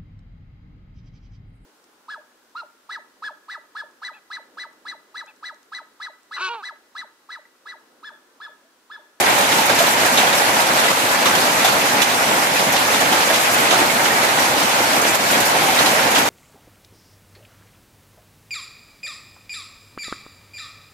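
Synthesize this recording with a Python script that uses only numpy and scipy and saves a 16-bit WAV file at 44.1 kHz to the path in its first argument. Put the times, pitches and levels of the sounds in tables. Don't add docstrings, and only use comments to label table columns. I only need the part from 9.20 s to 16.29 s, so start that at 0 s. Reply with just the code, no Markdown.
import sys
import numpy as np
from scipy import signal
from scipy.io import wavfile
from scipy.ndimage import uniform_filter1d

SR = 44100
rng = np.random.default_rng(int(sys.argv[2]) if len(sys.argv) > 2 else 0)


def int16_out(signal):
    q = np.round(np.clip(np.atleast_2d(signal).T, -1, 1) * 32767)
    wavfile.write(sys.argv[1], SR, q.astype(np.int16))


N = 312669

# f/Hz, level/dB
ROAR_TONE = [(20, -54), (70, -27), (125, -10.5), (165, -11), (260, -5), (410, -8.5), (540, -2.5),
             (680, -3.5), (790, -0.5), (1130, -3.5), (1420, -2), (1750, -4.4), (2400, -6), (3250, -10.5),
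             (3800, -10.5), (5400, -14), (6700, -14), (7400, -15.5), (9200, -18), (12300, -18),
             (15500, -29)]
DRUM_TONE = [(30, -54), (100, -24), (260, -8), (400, -10.5), (550, -4), (770, -1), (900, 0.5), (1100, -7.5),
             (2300, -11.5), (4000, -18), (9000, -36), (15000, -41)]
ICE_TONE = [(500, -14), (2000, -5), (4000, -5.5), (7000, 3), (9000, -0.5), (12500, 1), (15500, -9)]
CRASH_TONE = [(200, -18), (900, 4.5), (2000, -0.5), (2900, 5), (3700, 0), (4500, -2), (5600, -2),
              (7000, -3), (9200, -10), (12500, -10), (15500, -22)]
THUD_TONE = [(50, -29), (130, -6), (280, -4), (420, -3.5), (700, -6), (1500, -2), (4000, -46)]
# f/Hz, likeness (1 or more means the same)
ROAR_LIKENESS = [(60, 1.5), (130, 1), (290, 0.95), (640, 0.77), (1000, 0), (1410, -0.5), (2200, 0.5),
                 (3100, -0.06), (6800, 0)]
# f/Hz, pan/dB
ROAR_PAN = [(60, -1.0), (110, -0.5), (200, -0.5), (380, -1.4), (700, 1.5), (1290, 0), (2380, -0.5),
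            (4400, -3), (8120, -2.0), (15000, 0)]
# t/s, level/dB
ROOF_SWELL = [(0, 3), (0.4, 0.5), (0.85, -0.5), (1.35, 1), (1.8, -1.3), (2.25, -0.5), (3.2, -1),
              (3.95, 0.6), (4.35, -0.5), (4.6, 1.5), (4.8, -0.5), (5.35, 0.5), (5.8, 0.3), (6.1, 0),
              (6.5, 1.5), (7.09, 0.3)]
YARD_SWELL = [(0, 0.021), (1.3, 0.073), (1.85, -0.3), (2.2, 0.063), (3.2, -0.69), (4.3, 0.39), (4.7, -0.19),
              (5.5, -0.1), (6.15, 0.52), (7.09, -0.73)]
# t/s, level/dB, pan/dB
TICK_HITS = [(0.002, -12, 0), (0.183, -18, -6), (0.457, -15, -4), (0.587, -14, -3), (0.622, -17, -2),
             (0.666, -17, -3), (0.719, -17, -2), (0.801, -18, -7), (0.857, -17, -5), (0.975, -20, -4),
             (1.148, -17, -4), (1.402, -17, -2), (1.912, -17, -6), (2.057, -21, -2), (2.15, -18, 5),
             (2.446, -16, -2), (2.818, -13, -10), (3.523, -15, 0), (3.744, -19, -2), (3.804, -15, -3),
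             (4.341, -15, -4), (5.815, -20, -7), (5.947, -13.5, -4), (6.111, -15, -1), (6.201, -14, -5),
             (6.252, -14, -3), (6.689, -17, 2), (6.947, -21, -3), (6.983, -14, -4)]
# t/s, level/dB, f/Hz, pan/dB
PING_HITS = [(0.062, -8, 1940, -2), (0.063, -15, 2440, 3), (0.312, -15, 1695, -7), (0.453, -17, 2040, -4),
             (0.496, -9.5, 1600, -8), (0.591, -18, 1588, -4), (0.800, -22, 3014, -12),
             (0.853, -16, 1815, -2), (0.981, -15, 1750, -2), (1.013, -11, 2020, 0), (1.068, -8, 1501, -3),
             (1.069, -18, 3321, -4), (1.147, -19, 5800, 1), (1.681, -11, 2020, 6), (1.683, -19, 4931, -9),
             (1.705, -20, 6756, -7), (2.456, -15, 1222, -6), (2.482, -14, 1380, -2), (2.597, -17, 1950, 0),
             (2.612, -12, 2580, -4), (2.802, -14.5, 2010, -14), (2.818, -12, 2917, -3),
             (3.818, -12, 1720, -5), (4.098, -7, 1650, -3), (4.542, -13, 1291, -3), (4.625, -13, 1668, -6),
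             (4.698, -14, 2170, -12), (4.795, -15, 2100, 1), (4.855, -15, 1320, 0), (4.904, -11, 1860, -6),
             (5.028, -13.5, 2030, -9), (5.51, -16, 3500, 0), (5.795, -14, 1216, -5),
             (5.814, -19, 6368, -10), (5.947, -21, 6450, -12), (6.571, -18, 3757, -12),
             (6.628, -16, 1911, -3), (6.680, -20, 1738, -1), (6.792, -12, 1430, 0), (6.961, -12, 1750, 6)]
# t/s, level/dB, f/Hz
KNOCK_HITS = [(0.001, -20, 285), (0.096, -16, 770), (0.196, -14, 786), (0.312, -17, 873), (0.385, -12, 900),
              (0.495, -18, 620), (0.602, -8, 681), (0.995, -22, 236), (1.030, -12, 765),
              (1.400, -12.5, 942), (2.064, -19, 258), (2.446, -7.5, 766), (2.479, -19, 931),
              (2.734, -14, 848), (3.537, -13, 780), (3.924, -13, 870), (3.957, -23, 339), (3.985, -17, 870),
              (4.100, -11, 655), (4.508, -12, 760), (4.526, -9, 686), (4.558, -17, 285), (4.587, -17, 360),
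              (4.590, -20, 904), (4.610, -15, 746), (4.616, -14, 350), (4.627, -16, 764), (4.647, -20, 678),
              (4.738, -23, 263), (5.367, -16.5, 285), (5.443, -22, 232), (5.745, -14, 790),
              (5.892, -17.5, 298), (6.482, -13, 870), (6.59, -15, 590), (6.63, -16, 946), (6.638, -19, 294),
              (6.762, -15, 650), (6.977, -21, 296)]
# t/s, level/dB, thud against crash/dB, pan/dB, time for the pieces to land/s,
# clack level/dB, clack f/Hz
BIG_HITS = [(0.318, -17, -6, 0, .002, -22, 3140), (0.381, -18, 2, -4, .003, -30, 3600),
            (0.492, -19.5, 2, -2, .001, -24, 3482), (0.587, -15.5, -9, -1, .0025, -24, 3460),
            (0.664, -19.5, -3, -6, .0015, -24, 3779), (0.85, -18.5, 0, -2, .002, -30, 3520),
            (0.973, -13, -6, -2.5, 0.0023, -15.5, 3520), (1.127, -18, -11, -3, .002, -22, 3520),
            (1.399, -19.5, -2, -6, .003, -29, 3580), (1.585, -16.5, -10, -3.5, .0036, -26, 3300),
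            (1.635, -17, -9, -2, .004, -27, 3100), (1.702, -17, 1, -2, 0.0022, -29, 2971),
            (2.055, -14.5, -2.5, -3, .002, -20, 3601), (2.15, -18, -12, 0, .001, -27, 2987),
            (2.444, -15, -7, -1, .0015, -18, 3560), (2.476, -17.5, 2.5, -3, .002, -26, 3370),
            (2.816, -13.5, -17, -3, .0016, -18, 3466), (3.561, -18, -5, -3, .0028, -22, 3680),
            (3.742, -18.5, 1, 1, .0015, -26, 3500), (3.803, -20, -7, -5, .002, -28, 3300),
            (3.922, -17, -1, 0, .002, -18, 3050), (4.005, -16, -4, -4, .002, -33, 3600),
            (4.137, -15, -12, -1, .003, -22, 3316), (4.507, -13.5, -2.5, -2, 0.0029, -19, 3480),
            (4.585, -22, 3, -3, .003, -28, 3470), (4.853, -17, -3, -3, .0015, -29, 3300),
            (5.946, -18.5, -9, -1, .001, -32, 3470), (6.587, -14, -7, -3.5, 0.0027, -20, 3900),
            (6.658, -14.5, -15, -4, .002, -23, 4000), (6.949, -12.5, -6, -1, 0.0045, -22, 3040)]
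# multiple of the pitch, level/dB, t60/s
CLINK_MODES = [(1, -2, 0.087), (1.13, -6, 0.054), (1.33, -4.5, 0.031), (1.9, -12, .025)]
PANEL_MODES = [(0.87, -9, .14), (1, -3, 0.12), (1.3, -18, .04), (1.85, -16, 0.093)]
SHEET_MODES = [(0.55, -8, .1), (0.86, -6, 0.12), (1, 1, 0.14), (1.08, -1.5, .14), (1.19, -4.5, 0.11),
               (1.68, -10, .09), (1.95, -6, .09)]
# t/s, depth/dB, half-width/s
LEVEL_DIPS = [(1.754, 2, 0.032), (2.856, 3, 0.025), (5.98, 3.5, 0.021)]


def gain_of(db):
    return 10 ** (np.asarray(db) / 20)


def evened(x):
    return x / np.sqrt(np.mean(x ** 2) + 1e-20)


def read(points, hz):
    f, value = np.transpose(points)
    return np.interp(np.log(hz + 1), np.log(f + 1), value)


def add(mix, start_s, sound):
    part = mix[:, max(round(start_s * SR), 0):][:, :sound.shape[1]]
    part += sound[:, :part.shape[1]]


def panned(pan_db):
    return gain_of([[pan_db / 2], [-pan_db / 2]])


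def coloured(x, points, size=2048):
    log_gain = np.log(gain_of(read(points, abs(np.fft.fftfreq(size, 1 / SR)))))
    response = np.exp(np.conj(signal.hilbert(log_gain)))
    taps = np.fft.ifft(response).real[:size // 2]
    return signal.oaconvolve(x, taps[None] / np.linalg.norm(taps), axes=1)[:, :x.shape[1]]


def centred_bass(x, corner_hz=430):
    mid, side = (x[0] + x[1]) / 2, (x[0] - x[1]) / 2
    side = signal.sosfilt(signal.butter(1, corner_hz, "high", fs=SR, output="sos"), side)
    return np.array([mid + side, mid - side])


def ringing(t60, length_s=.25, rise_s=0.0039):
    t = np.arange(int(length_s * SR)) / SR
    return rng.standard_normal((2, len(t))) * (1 - np.exp(-t / rise_s)) * gain_of(-60 * t / t60)


def pitched(ring, hz, sharpness=4):
    b, a = signal.iirpeak(hz, sharpness, fs=SR)
    return evened(signal.lfilter(b, a, ring)) * np.std(ring)


def struck(modes, hz, rise_s, phase_spread, length_s=.16):
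    t = np.arange(int(length_s * SR)) / SR
    ratio, mode_db, t60 = np.transpose(modes)[:, :, None]
    phase = 2 * np.pi * rng.random(ratio.shape) + phase_spread * rng.standard_normal((2, len(modes), 1))
    fade = (1 - np.exp(-t / rise_s)) * gain_of(mode_db - 60 * t / t60)
    return (fade * np.sin(2 * np.pi * hz * ratio * t + phase)).sum(1)


def clink(hz, tone_db=-2.5, echo_db=-5, length_s=.07):
    tone = struck(CLINK_MODES, hz, rise_s=0.0016, phase_spread=1.6, length_s=length_s)
    echo = pitched(ringing(t60=0.066, length_s=length_s), hz)
    return gain_of(tone_db) * tone + gain_of(echo_db) * echo


def impacts(per_s, spread_db, ring_t60, echo_gain, echo_t60, patches=24, max_lag=20):
    out = np.zeros((2, N))
    strength = gain_of(spread_db * np.minimum(rng.exponential(1, N), 3))
    blows = strength * (rng.random(N) < per_s / SR)
    patch = rng.integers(0, patches, N)
    for k, lag in enumerate(np.linspace(-max_lag, max_lag, patches).round().astype(int)):
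        ring = evened(ringing(ring_t60)[0])
        direct = np.array([np.pad(ring, (max(side * lag, 0), max_lag))[:len(ring)] for side in (1, -1)])
        echo = echo_gain * evened(ringing(echo_t60))
        out += signal.oaconvolve((blows * (patch == k))[None], direct + echo, axes=1)[:, :N]
    return out


def swell(curve, t):
    return np.interp(t, *np.transpose(curve))


def flurries(t, depth_db):
    waves = (np.sin(2 * np.pi * (hz * t + rng.random())) / np.sqrt(hz) for hz in np.geomspace(4, 18, 20))
    return depth_db * evened(sum(waves))


def far_roar(level_db=-17.0, patchy_db=1.22, flicker_db=.5, size=1024):
    hop = size // 4
    frames, hz = N // hop + 5, np.fft.rfftfreq(size, 1 / SR)
    t = np.arange(frames)[:, None] * hop / SR
    *noise, patches = np.moveaxis(rng.standard_normal((frames, len(hz), 5)), -1, 0)
    patches = evened(uniform_filter1d(uniform_filter1d(patches, size=7, axis=0), size=30, axis=1))
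    flicker = evened(uniform_filter1d(rng.standard_normal(frames), size=6))[:, None]
    low_db = 0.52 * swell(ROOF_SWELL, t)
    high_db = 0.68 * swell(YARD_SWELL, t) + flurries(t, depth_db=0.64) + flicker_db * flicker
    treble = read([(900, 0.11), (3000, 1)], hz)
    swell_db = (1 - treble) * low_db + treble * high_db
    likeness = np.clip(read(ROAR_LIKENESS, hz), -1, 1)
    left = noise[0] + 1j * noise[1]
    right = likeness * left + np.sqrt(1 - likeness ** 2) * (noise[2] + 1j * noise[3])
    spectrum = np.array([left, right]) * gain_of(read(ROAR_TONE, hz) + swell_db + patchy_db * patches)
    spectrum *= gain_of(np.array([1, -1])[:, None, None] * read(ROAR_PAN, hz) / 2)
    _, roar = signal.istft(spectrum.swapaxes(1, 2), nperseg=size, noverlap=size - hop)
    return gain_of(level_db) * evened(roar[:, :N])


def ice_patter(level_db=-30, pan_db=-0.5):
    clicks = impacts(per_s=240, spread_db=4.5, ring_t60=0.013, echo_gain=1.6, echo_t60=0.16)
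    t = np.arange(N) / SR
    swell_db = 1.3 * swell(YARD_SWELL, t) + flurries(t, depth_db=1.5)
    return gain_of(level_db + swell_db) * panned(pan_db) * evened(coloured(clicks, ICE_TONE))


def roof_drumming(level_db=-22.5, pan_db=-1.5):
    taps = impacts(per_s=800, spread_db=3.5, ring_t60=0.015, echo_gain=0.94, echo_t60=0.15)
    drumming = evened(centred_bass(coloured(taps, DRUM_TONE)))
    swell_db = 1.2 * swell(ROOF_SWELL, np.arange(N) / SR)
    return gain_of(level_db + swell_db) * panned(pan_db) * drumming


def pellets(level_db=-27, per_s=190, low_hz=1300, high_hz=7200, pan_db=-3.5, scatter_db=4):
    out = np.zeros((2, N))
    for when, smallness, force, side in rng.random((int(per_s * N / SR), 4)):
        blow_db = 0.5 * min(-np.log(1 - force), 2) - 4 * smallness
        ring = clink(low_hz * (high_hz / low_hz) ** smallness)
        add(out, when * N / SR, gain_of(blow_db) * panned(pan_db + scatter_db * (2 * side - 1)) * ring)
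    return gain_of(level_db + swell(YARD_SWELL, np.arange(N) / SR)) * evened(out)


def near_ticks(snap_db=4, echo_db=-3):
    out = np.zeros((2, N))
    for start_s, db, pan_db in TICK_HITS:
        tick = gain_of(snap_db) * ringing(t60=0.023) + gain_of(echo_db) * ringing(t60=0.1)
        add(out, start_s, gain_of(db) * panned(pan_db) * tick)
    return coloured(out, ICE_TONE)


def pings():
    out = np.zeros((2, N))
    for start_s, db, hz, pan_db in PING_HITS:
        add(out, start_s, gain_of(db) * panned(pan_db) * clink(hz))
    return out


def hollow_knocks(echo_db=-9):
    out = np.zeros((2, N))
    for start_s, db, hz in KNOCK_HITS:
        knock = struck(PANEL_MODES, hz, rise_s=.001, phase_spread=.3)
        echo = centred_bass(pitched(ringing(t60=.15), hz))
        add(out, start_s, gain_of(db) * knock)
        add(out, start_s, gain_of(db + echo_db) * echo)
    return out


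def sheet_clacks(pan_shift_db=-3):
    out = np.zeros((2, N))
    for start_s, _, _, pan_db, _, clack_db, hz in BIG_HITS:
        clack = struck(SHEET_MODES, hz, rise_s=0.002, phase_spread=1.6)
        add(out, start_s, gain_of(clack_db) * panned(pan_db + pan_shift_db) * clack)
    return out


def big_stones(crash_db=-0.3, crack_db=-3, crack_t60=0.011, usual_db=-16.5, usual_t60=0.21):
    crash, thud = np.zeros((2, N)), np.zeros((2, N))
    t = np.arange(SR // 3) / SR
    for start_s, db, thud_db, pan_db, rise_s, _, _ in BIG_HITS:
        t60 = usual_t60 * 2 ** ((db - usual_db) / 5.5)
        crack = gain_of(crack_db - 60 * t / crack_t60)
        fade = gain_of(db) * (1 - np.exp(-t / rise_s)) * (crack + gain_of(-60 * t / t60))
        grit_db = -evened(uniform_filter1d(rng.standard_normal(len(t)), size=40))
        add(crash, start_s, fade * gain_of(grit_db) * panned(pan_db) * rng.standard_normal((2, len(t))))
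        add(thud, start_s, fade * gain_of(thud_db) * rng.standard_normal((2, len(t))))
    thud = centred_bass(coloured(thud, THUD_TONE), corner_hz=900)
    return gain_of(crash_db) * coloured(crash, CRASH_TONE) + thud


def scene():
    downpour = far_roar() + roof_drumming() + ice_patter()
    return downpour + big_stones() + pings() + near_ticks() + pellets() + sheet_clacks() + hollow_knocks()


def record(dry, bass_hz=50, ceiling=.88, top_hz=15450):
    t = np.arange(N) / SR
    dip_db = sum(depth_db * np.exp(-((t - at_s) / width_s) ** 2) for at_s, depth_db, width_s in LEVEL_DIPS)
    bass_cut = signal.butter(2, bass_hz, "high", fs=SR, output="sos")
    thinned = signal.sosfilt(bass_cut, dry * gain_of(-dip_db))
    rounded = thinned / (1 + (thinned / ceiling) ** 8) ** (1 / 8)
    treble_cut = signal.firwin(301, top_hz, window=("kaiser", 9), fs=SR)
    return signal.oaconvolve(rounded, treble_cut[None], "same")


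dry = scene()
out = record(dry)
int16_out(out)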